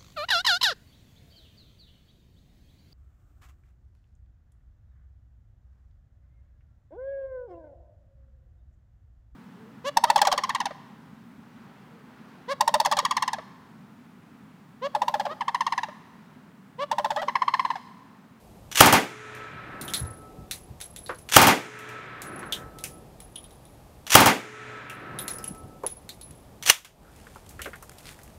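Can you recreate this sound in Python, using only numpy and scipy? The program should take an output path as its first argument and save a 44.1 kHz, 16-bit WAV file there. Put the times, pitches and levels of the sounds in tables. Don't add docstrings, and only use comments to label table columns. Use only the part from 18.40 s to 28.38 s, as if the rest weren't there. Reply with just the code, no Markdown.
import sys
import numpy as np
from scipy import signal
from scipy.io import wavfile
from scipy.ndimage import minimum_filter1d

SR = 44100
rng = np.random.default_rng(int(sys.argv[2]) if len(sys.argv) > 2 else 0)


def master(y):
    cut = np.clip(np.atleast_2d(y).T, -1, 1)
    pcm = np.round(cut * 32767)
    wavfile.write(sys.argv[1], SR, pcm.astype(np.int16))


N = 440118

# frequency in Hz, relative level per Hz in dB.
BREEZE_COLOUR = [(12, -18), (25, -5), (50, -1.5), (100, -8), (160, -11.5), (250, -18), (500, -20),
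                 (850, -22), (1400, -34.5), (2200, -36.5), (6000, -42.5), (15600, -42.5)]
CLOTH_COLOUR = [(470, -34.5), (800, -10.5), (1520, -2), (2180, -3.5), (4270, -8), (5400, -10), (8980, -8),
                (15500, -20)]
CONCRETE_COLOUR = [(800, -26), (1500, -6), (2500, -3), (4000, -11), (6000, -4), (11000, -4.5), (15500, -11)]
CLATTER_COLOUR = [(300, -18), (1000, -3), (2000, -0.5), (3000, 1.5), (4300, -7), (6000, -2.5),
                  (10000, -10.5), (15500, -9.5)]
BLAST_COLOUR = [(30, -21.5), (120, -8), (245, -3.5), (330, -6), (600, -6), (800, 0.5), (1300, -6.5),
                (2100, -7), (3500, -18.5), (7000, -25), (15500, -29)]
HILLS_COLOUR = [(60, -23), (125, -5), (200, -9.5), (400, -9), (800, -14), (1500, -3), (2200, -5),
                (3000, -10.5), (4300, -24), (6100, -12), (10000, -21), (15500, -31.5)]

# start in seconds, level in dB, pitch in Hz.
AIR_PUFFS = [(1.124, -24, 111), (1.403, -29, 177), (1.608, -18, 80), (1.686, -31, 76.5), (1.978, -25, 77),
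             (2.296, -26.5, 76.3), (4.236, -28, 53.4), (7.086, -26.5, 146), (7.229, -29, 88.8),
             (7.9, -36.5, 105), (9.131, -31.5, 75.4), (9.19, -34, 64.6)]
# time in seconds, level in dB.
RUSTLE_RIDE = [(8.55, -77), (8.8, -58), (9.05, -61), (9.25, -60), (9.45, -64), (9.62, -57), (9.7, -45),
               (9.77, -59), (9.98, -63)]
# start in seconds, level in dB, body pitch in Hz,
# then the bright tick and the hollow part, both in dB against the body.
HANDLING_KNOCKS = [(2.6927, -26, 1250, -27, -4), (4.028, -32, 1320, -31, -18), (7.435, -30, 800, -22, 2),
                   (8.868, -44, 1310, -24, -5), (8.959, -42, 1100, -15, -0.5), (9.0915, -54, 4180, 8, -22),
                   (9.192, -34, 1470, -18, -11), (9.2177, -36, 2650, 1, -14), (9.2461, -41, 2820, -8, -7),
                   (9.2574, -32, 1560, -16, 3), (9.3326, -36, 1430, -23, -16),
                   (9.3574, -47, 1660, -4.5, -15), (9.4255, -42, 1180, -3, -18),
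                   (9.5166, -48, 1680, -4, -12), (9.5837, -47, 4030, -2.5, -24),
                   (9.6641, -46, 3140, -16, -0.5), (9.6833, -46, 4240, -14, -14),
                   (9.7899, -47, 1510, -9, -16), (9.833, -54, 896, 6, -12)]

# start in seconds, hit level in dB, clack pitch in Hz,
# clack in dB against the hit level, pitch of the case mouth in Hz, its own level in dB.
CASE_HITS = [(0.9498, -25, 2500, -8, 10500, -70), (1.4126, -21, 3960, -18.5, 9980, -43),
             (1.4792, -25, 3300, -9, 10500, -38), (1.4994, -34, 3450, -16, 10500, -40),
             (1.5367, -12, 3860, -11, 10770, -50), (1.5444, -29, 3870, -2, 10750, -33),
             (1.6494, -48, 3910, -11, 10750, -46), (1.7055, -50, 3390, -19, 10700, -49),
             (2.1111, -15, 3980, -17.5, 10800, -44.5), (2.4033, -32.5, 3430, -15, 10800, -50),
             (2.4126, -25, 3900, -18, 10800, -42), (2.562, -28, 3600, -17, 10840, -42),
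             (2.6614, -34, 4170, -9.5, 10840, -54), (2.7462, -43, 4220, -16, 10750, -53),
             (2.7868, -39, 2780, -29, 10750, -55), (3.3897, -18.5, 2514, -12, 10920, -63),
             (3.49, -25, 2620, -11, 10920, -70), (3.8189, -18.5, 3705, -25, 10690, -40.5),
             (3.9599, -46, 2570, -12, 10650, -46.5), (3.9925, -35.5, 2423, -16, 10650, -49),
             (4.1238, -16, 3360, -7, 10930, -60), (4.3866, -31, 3700, -18, 11100, -52),
             (4.439, -17, 2550, -20, 10280, -43), (4.803, -34.5, 3440, -23, 10470, -51),
             (4.9571, -36, 3300, -4, 10400, -42.5), (5.0409, -45, 3440, -7, 10440, -53.5),
             (5.108, -44.5, 3560, -14, 10440, -60), (5.253, -46, 3700, -15, 10460, -58),
             (6.4977, -22.5, 2590, -7, 10750, -51), (6.788, -22.5, 3555, -12, 10610, -36.5),
             (6.8801, -16.5, 4050, -23, 10500, -33), (6.9344, -38, 2670, -26, 10400, -42),
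             (6.9844, -34, 5234, -17.5, 10400, -46), (7.0414, -26.5, 2804, -20, 10550, -38.5),
             (7.0773, -39, 2980, -15, 10550, -41), (7.1482, -41.5, 2560, -22, 10550, -52),
             (7.4644, -24, 3600, -21, 10470, -36.5), (7.6914, -27, 3920, -12.5, 10600, -60),
             (7.8121, -35.5, 4000, -15.5, 10500, -48), (7.9085, -41.5, 3710, -22.5, 10500, -56)]
# start in seconds, pitch in Hz, level in dB.
CASE_OVERTONES = [(1.414, 8940, -44), (1.413, 14010, -42), (1.546, 10600, -40), (1.57, 14030, -56),
                  (6.8, 13130, -40), (6.985, 13030, -55), (7.465, 10800, -42), (7.83, 10920, -52),
                  (6.935, 10150, -48), (6.985, 5080, -58)]

# pitch in Hz, relative level in dB, t60 in seconds.
RECEIVER_MODES = [(1900, -19, .03), (2900, -15, .03), (3400, -17, .04), (4300, -15, .03), (5900, -12, .09),
                  (9200, -20, .05)]
# first click, sear release and bolt home in seconds, trim of the bolt's run in dB.
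TRIGGER_PULLS = [(.315, .356, .4062, -1), (2.889, 2.922, 2.9645, -1), (5.667, 5.704, 5.7525, 1),
                 (8.2255, 8.262, 8.2988, -4)]
# stage (0 first click, 1 sear, 2 home), level in dB, relative scrape in dB.
PULL_CONTACTS = [(0, -23, -11), (.25, -26, -11), (.83, -24, -5), (1.0, -13, -8), (1.32, -11, -5),
                 (1.44, -12, -7), (1.6, -15, -5), (1.79, -9, -7), (1.95, -8, -7)]
# start in seconds, level in dB, t60 of the clatter in seconds, relative scrape in dB.
EMPTY_CONTACTS = [(8.2988, 22, .0055, -31), (8.304, -2, .03, -13), (8.447, -25, .06, -5)]

# delay in seconds, lift in dB, width in seconds.
RIDGE_SWELLS = [(.95, 8, .12), (1.17, 4, .07), (1.5, 5, .15)]
# pitch in Hz, relative level in dB, t60 in seconds, seconds until choked.
FRAME_MODES = [(120, -34, 2.6, 0.72), (131, -39, 1.8, 0.28), (428, -26.5, 1.6, 0.5), (412, -29, 0.6, 0.57),
               (750, -53.5, 5.6, 1.79), (1303, -34.5, 3.0, 1.4), (1309, -41, 3.3, 1.5),
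               (4030, -51.5, 2.1, 2.5)]
# frequency in Hz, t60 in seconds.
SHELTER_DECAY = [(60, 0.1), (250, 0.33), (1000, 0.21), (4000, 0.26), (12000, 0.22)]
# delay in seconds, crack level in dB, signed height of the pressure push, its length in seconds.
FIRST_ARRIVALS = [(0, 4, 2, 0.00093), (.005, 3, -3, 0.0012), (.0095, -5.5, 2.5, .001),
                  (0.0127, -3, -2.5, .0016)]
# start in seconds, blast level in dB.
ROUNDS = [(.4062, 17.5), (0.4588, 14.5), (0.5254, 18), (2.9645, 17.5), (3.0157, 17), (3.0693, 18),
          (5.7525, 19), (5.8027, 14), (5.8589, 17)]


def amp(db):
    return 10 ** (np.asarray(db) / 20)


def rms_one(x):
    return x / np.sqrt(np.mean(x ** 2) + 1e-20)


def at_hz(points, hz):
    freqs, values = np.transpose(points)
    return np.interp(np.log(hz), np.log(freqs), values)


def smooth(x, seconds):
    pole = np.exp(-1 / (seconds * SR))
    return signal.lfilter([1 - pole], [1, -pole], x)


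def fade(t, t60):
    return amp(-60 * t / t60)


def choke(t, after_s, over_s):
    return np.clip((after_s - t) / over_s + 1, 0, 1)


def bandpass(x, low, high):
    return signal.sosfilt(signal.butter(2, [low, high], "band", fs=SR, output="sos"), x)


def narrow(white, hz, spread):
    return rms_one(bandpass(white, hz / spread, hz * spread))


def bands(size):
    edges = 20 * 2 ** np.arange(0, 10, .5)
    white = rng.standard_normal((2, size))
    for k, (low, high) in enumerate(zip(edges, edges[1:])):
        yield np.sqrt(low * high), bandpass(white[k % 2], low, high)


def noise(colour, gusts_db=0):
    out, knots = 0, np.arange(0, N + 4000, 4000)
    for hz, band in bands(N):
        level_db = at_hz(colour, hz) + gusts_db * (hz < 300) * rng.standard_normal(len(knots))
        out = out + np.interp(np.arange(N), knots, amp(level_db)) * band
    return rms_one(out)


def add(out, start, piece):
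    i = round(start * SR)
    out[i:i + len(piece)] += piece[:N - i]


def breeze():
    return amp(-46.8) * noise(BREEZE_COLOUR, gusts_db=1.5)


def puffs(rise_s=.017):
    out, t = np.zeros(N), np.arange(SR // 3) / SR
    swell = t / rise_s * np.exp(-t / rise_s)
    for start, db, hz in AIR_PUFFS:
        add(out, start, amp(db) * swell * narrow(rng.standard_normal(len(t)), hz, 1.48))
    return out


def rustle(grains_per_s=900):
    times, db = np.transpose(RUSTLE_RIDE)
    ride = amp(np.interp(np.arange(N) / SR, times, db, left=-120))
    sizes = amp(4.2 * rng.exponential(1, N))
    grains = smooth(sizes * (rng.random(N) < grains_per_s / SR), .001)
    return ride * rms_one(noise(CLOTH_COLOUR) * (.52 + rms_one(grains)))


def knocks():
    out, t = np.zeros(N), np.arange(SR // 4) / SR
    fidgets = [(8.75 + 1.2 * when, -61 + 6 * size, 900 * 4 ** pitch, 0, -12)
               for when, size, pitch in rng.random((10, 3))]
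    for start, db, hz, tick_db, hollow_db in HANDLING_KNOCKS + fidgets:
        white = rng.standard_normal((3, len(t)))
        t60 = max(.075 + .005 * (db + 40), .03)
        body = narrow(white[0], hz, 1.33) + amp(hollow_db) * narrow(white[1], 450, 1.3)
        tick = amp(tick_db) * narrow(white[2], 8800, 1.55) * (fade(t, .02) + amp(-7.5) * fade(t, .22))
        add(out, start, amp(db) * (body * fade(t, t60) + tick))
    return out


def slide(start=8.62, length_s=.11):
    out, t = np.zeros(N), np.arange(SR // 4) / SR
    arch = np.sin(np.pi * np.minimum(t / length_s, 1)) ** .5
    add(out, start, amp(-58) * arch * narrow(rng.standard_normal(len(t)), hz=1400, spread=1.12))
    return out


def case_clacks():
    out, t = np.zeros(N), np.arange(SR // 3) / SR
    grit = noise(CONCRETE_COLOUR)
    for start, db, hz, clack_db, *_ in CASE_HITS:
        i = round(start * SR)
        crack = grit[i:i + len(t)] * (fade(t, .0085) + amp(-9.5) * fade(t, .21))
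        clack = fade(t, .13) * narrow(rng.standard_normal(len(t)), hz, 1.11)
        add(out, start, amp(db) * (amp(-9) * crack + amp(clack_db) * clack))
    return out


def case_song(longest_s=.19, overtone_s=.065, tumble_depth=.65):
    out, t = np.zeros(N), np.arange(SR // 3) / SR
    gaps = np.diff([hit[0] for hit in CASE_HITS], append=N / SR)
    rings = [(start, hz, db, min(gap, longest_s)) for (start, *_, hz, db), gap in zip(CASE_HITS, gaps)]
    rings += [(*overtone, overtone_s) for overtone in CASE_OVERTONES]
    for start, hz, db, lasts in rings:
        detune = rng.uniform(.0011, .004)
        pair = np.sin(2 * np.pi * hz * t) + 1.2 * np.sin(2 * np.pi * hz * (1 + detune) * t)
        add(out, start, amp(db) * fade(t, t60=.38) * choke(t, lasts - .02, .04) * pair)
    tumble = rms_one(smooth(smooth(rng.standard_normal(N), .003), .003))
    return out * (1 + tumble_depth * tumble)


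def trigger_and_bolt(contact_t60=.036):
    out, t = np.zeros(N), np.arange(SR // 4) / SR
    clatter = noise(CLATTER_COLOUR)
    pulls = [(np.interp(stage, [0, 1, 2], times), db + run_db * (stage > 1), contact_t60, scrape_db)
             for *times, run_db in TRIGGER_PULLS for stage, db, scrape_db in PULL_CONTACTS]
    for start, db, t60, scrape_db in EMPTY_CONTACTS + pulls:
        ring = sum(amp(mode_db + rng.normal(0, 4)) * fade(t, mode_t60) * np.sin(2 * np.pi * hz * t)
                   for hz, mode_db, mode_t60 in RECEIVER_MODES)
        i = round(start * SR)
        snap = clatter[i:i + len(t)] * (fade(t, t60) + amp(scrape_db) * fade(t, .23))
        add(out, start, amp(db) * (amp(-12.5) * snap + amp(-3.5) * fade(t, 3 * t60) * ring))
    return out


def hill_echo(t, noise_bands, slope_end_s=1.15):
    ridges_db = sum(db * np.exp(-((t - delay) / width) ** 2) for delay, db, width in RIDGE_SWELLS)
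    bass_db = -7 - 15 * t + ridges_db
    out = 0
    for hz, band in noise_bands:
        hurried = t * max(hz / 1700, 1) ** .52
        treble_db = -6.5 - 19 * hurried - 100 * np.maximum(hurried - slope_end_s, 0)
        treble_share = np.clip(np.log2(hz / 700) / 1.6, 0, 1)
        roll_db = (1 - treble_share) * bass_db + treble_share * treble_db
        air_loss_db = 18 * (hz / 8000) ** .62 * t
        out = out + amp(at_hz(HILLS_COLOUR, hz) + roll_db - air_loss_db) * band
    return out


def frame_ring(t):
    return sum(amp(db) * fade(t, t60) * choke(t, lasts, .17) * np.sin(2 * np.pi * hz * t)
               for hz, db, t60, lasts in FRAME_MODES)


def blast(t, noise_bands):
    reverb = sum(amp(at_hz(BLAST_COLOUR, hz)) * fade(t, at_hz(SHELTER_DECAY, hz)) * band
                 for hz, band in noise_bands)
    out = reverb / np.std(reverb[:SR // 50]) * (1 - np.exp(-t / .001))
    hiss = rng.standard_normal(len(t))
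    for delay, crack_db, push, length in FIRST_ARRIVALS:
        age = np.maximum(t - delay, 0)
        crack = amp(crack_db) * fade(age, .014) * hiss
        pressure = push * (1 - age / length) * np.exp(-age / length)
        out += (t >= delay) * (crack + pressure)
    return out


def gunfire():
    out, t = np.zeros(N), np.arange(int(2.5 * SR)) / SR
    noise_bands = list(bands(len(t)))
    shot = blast(t, noise_bands) + amp(-18.5) * hill_echo(t, noise_bands)
    for start, db in ROUNDS:
        add(out, start, amp(db) * shot)
    for start, _ in ROUNDS[2::3]:
        add(out, start, amp(8.5) * frame_ring(t))
    return out


def scene():
    mix = breeze() + gunfire() + trigger_and_bolt() + case_clacks() + case_song()
    return (mix + knocks() + slide() + rustle() + puffs())[None]


def duck(x, window_s, threshold_db, share, hold_s, release_db_per_s, attack_s):
    over_db = np.maximum(10 * np.log10(smooth(x ** 2, window_s) + 1e-12) - threshold_db, 0)
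    half_hold = int(hold_s * SR / 2)
    held_db = -minimum_filter1d(-over_db, size=2 * half_hold + 1, origin=half_hold)
    ramp = release_db_per_s / share * np.arange(N) / SR
    released_db = np.maximum.accumulate(held_db + ramp) - ramp
    return amp(-share * smooth(released_db, attack_s))


def record(dry, cutoff_hz=15720):
    gain = duck(np.clip(dry[0], -1, 1), window_s=.037, threshold_db=-18, share=.87,
                hold_s=.13, release_db_per_s=17.5, attack_s=.052)
    x = np.clip(dry[0] * gain, -1, 1)
    x = signal.sosfilt(signal.butter(1, 100, "high", fs=SR, output="sos"), x)
    limiter = duck(x, window_s=.0015, threshold_db=-12.5, share=.9,
                   hold_s=.065, release_db_per_s=29, attack_s=.00083)
    late_limiter = np.interp(np.arange(N) - .0055 * SR, np.arange(N), limiter)
    x = np.clip(x * late_limiter, -.94, .94)
    return signal.sosfilt(signal.ellip(10, .3, 70, cutoff_hz, fs=SR, output="sos"), x)[None]


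dry = scene()
out = record(dry)
master(out)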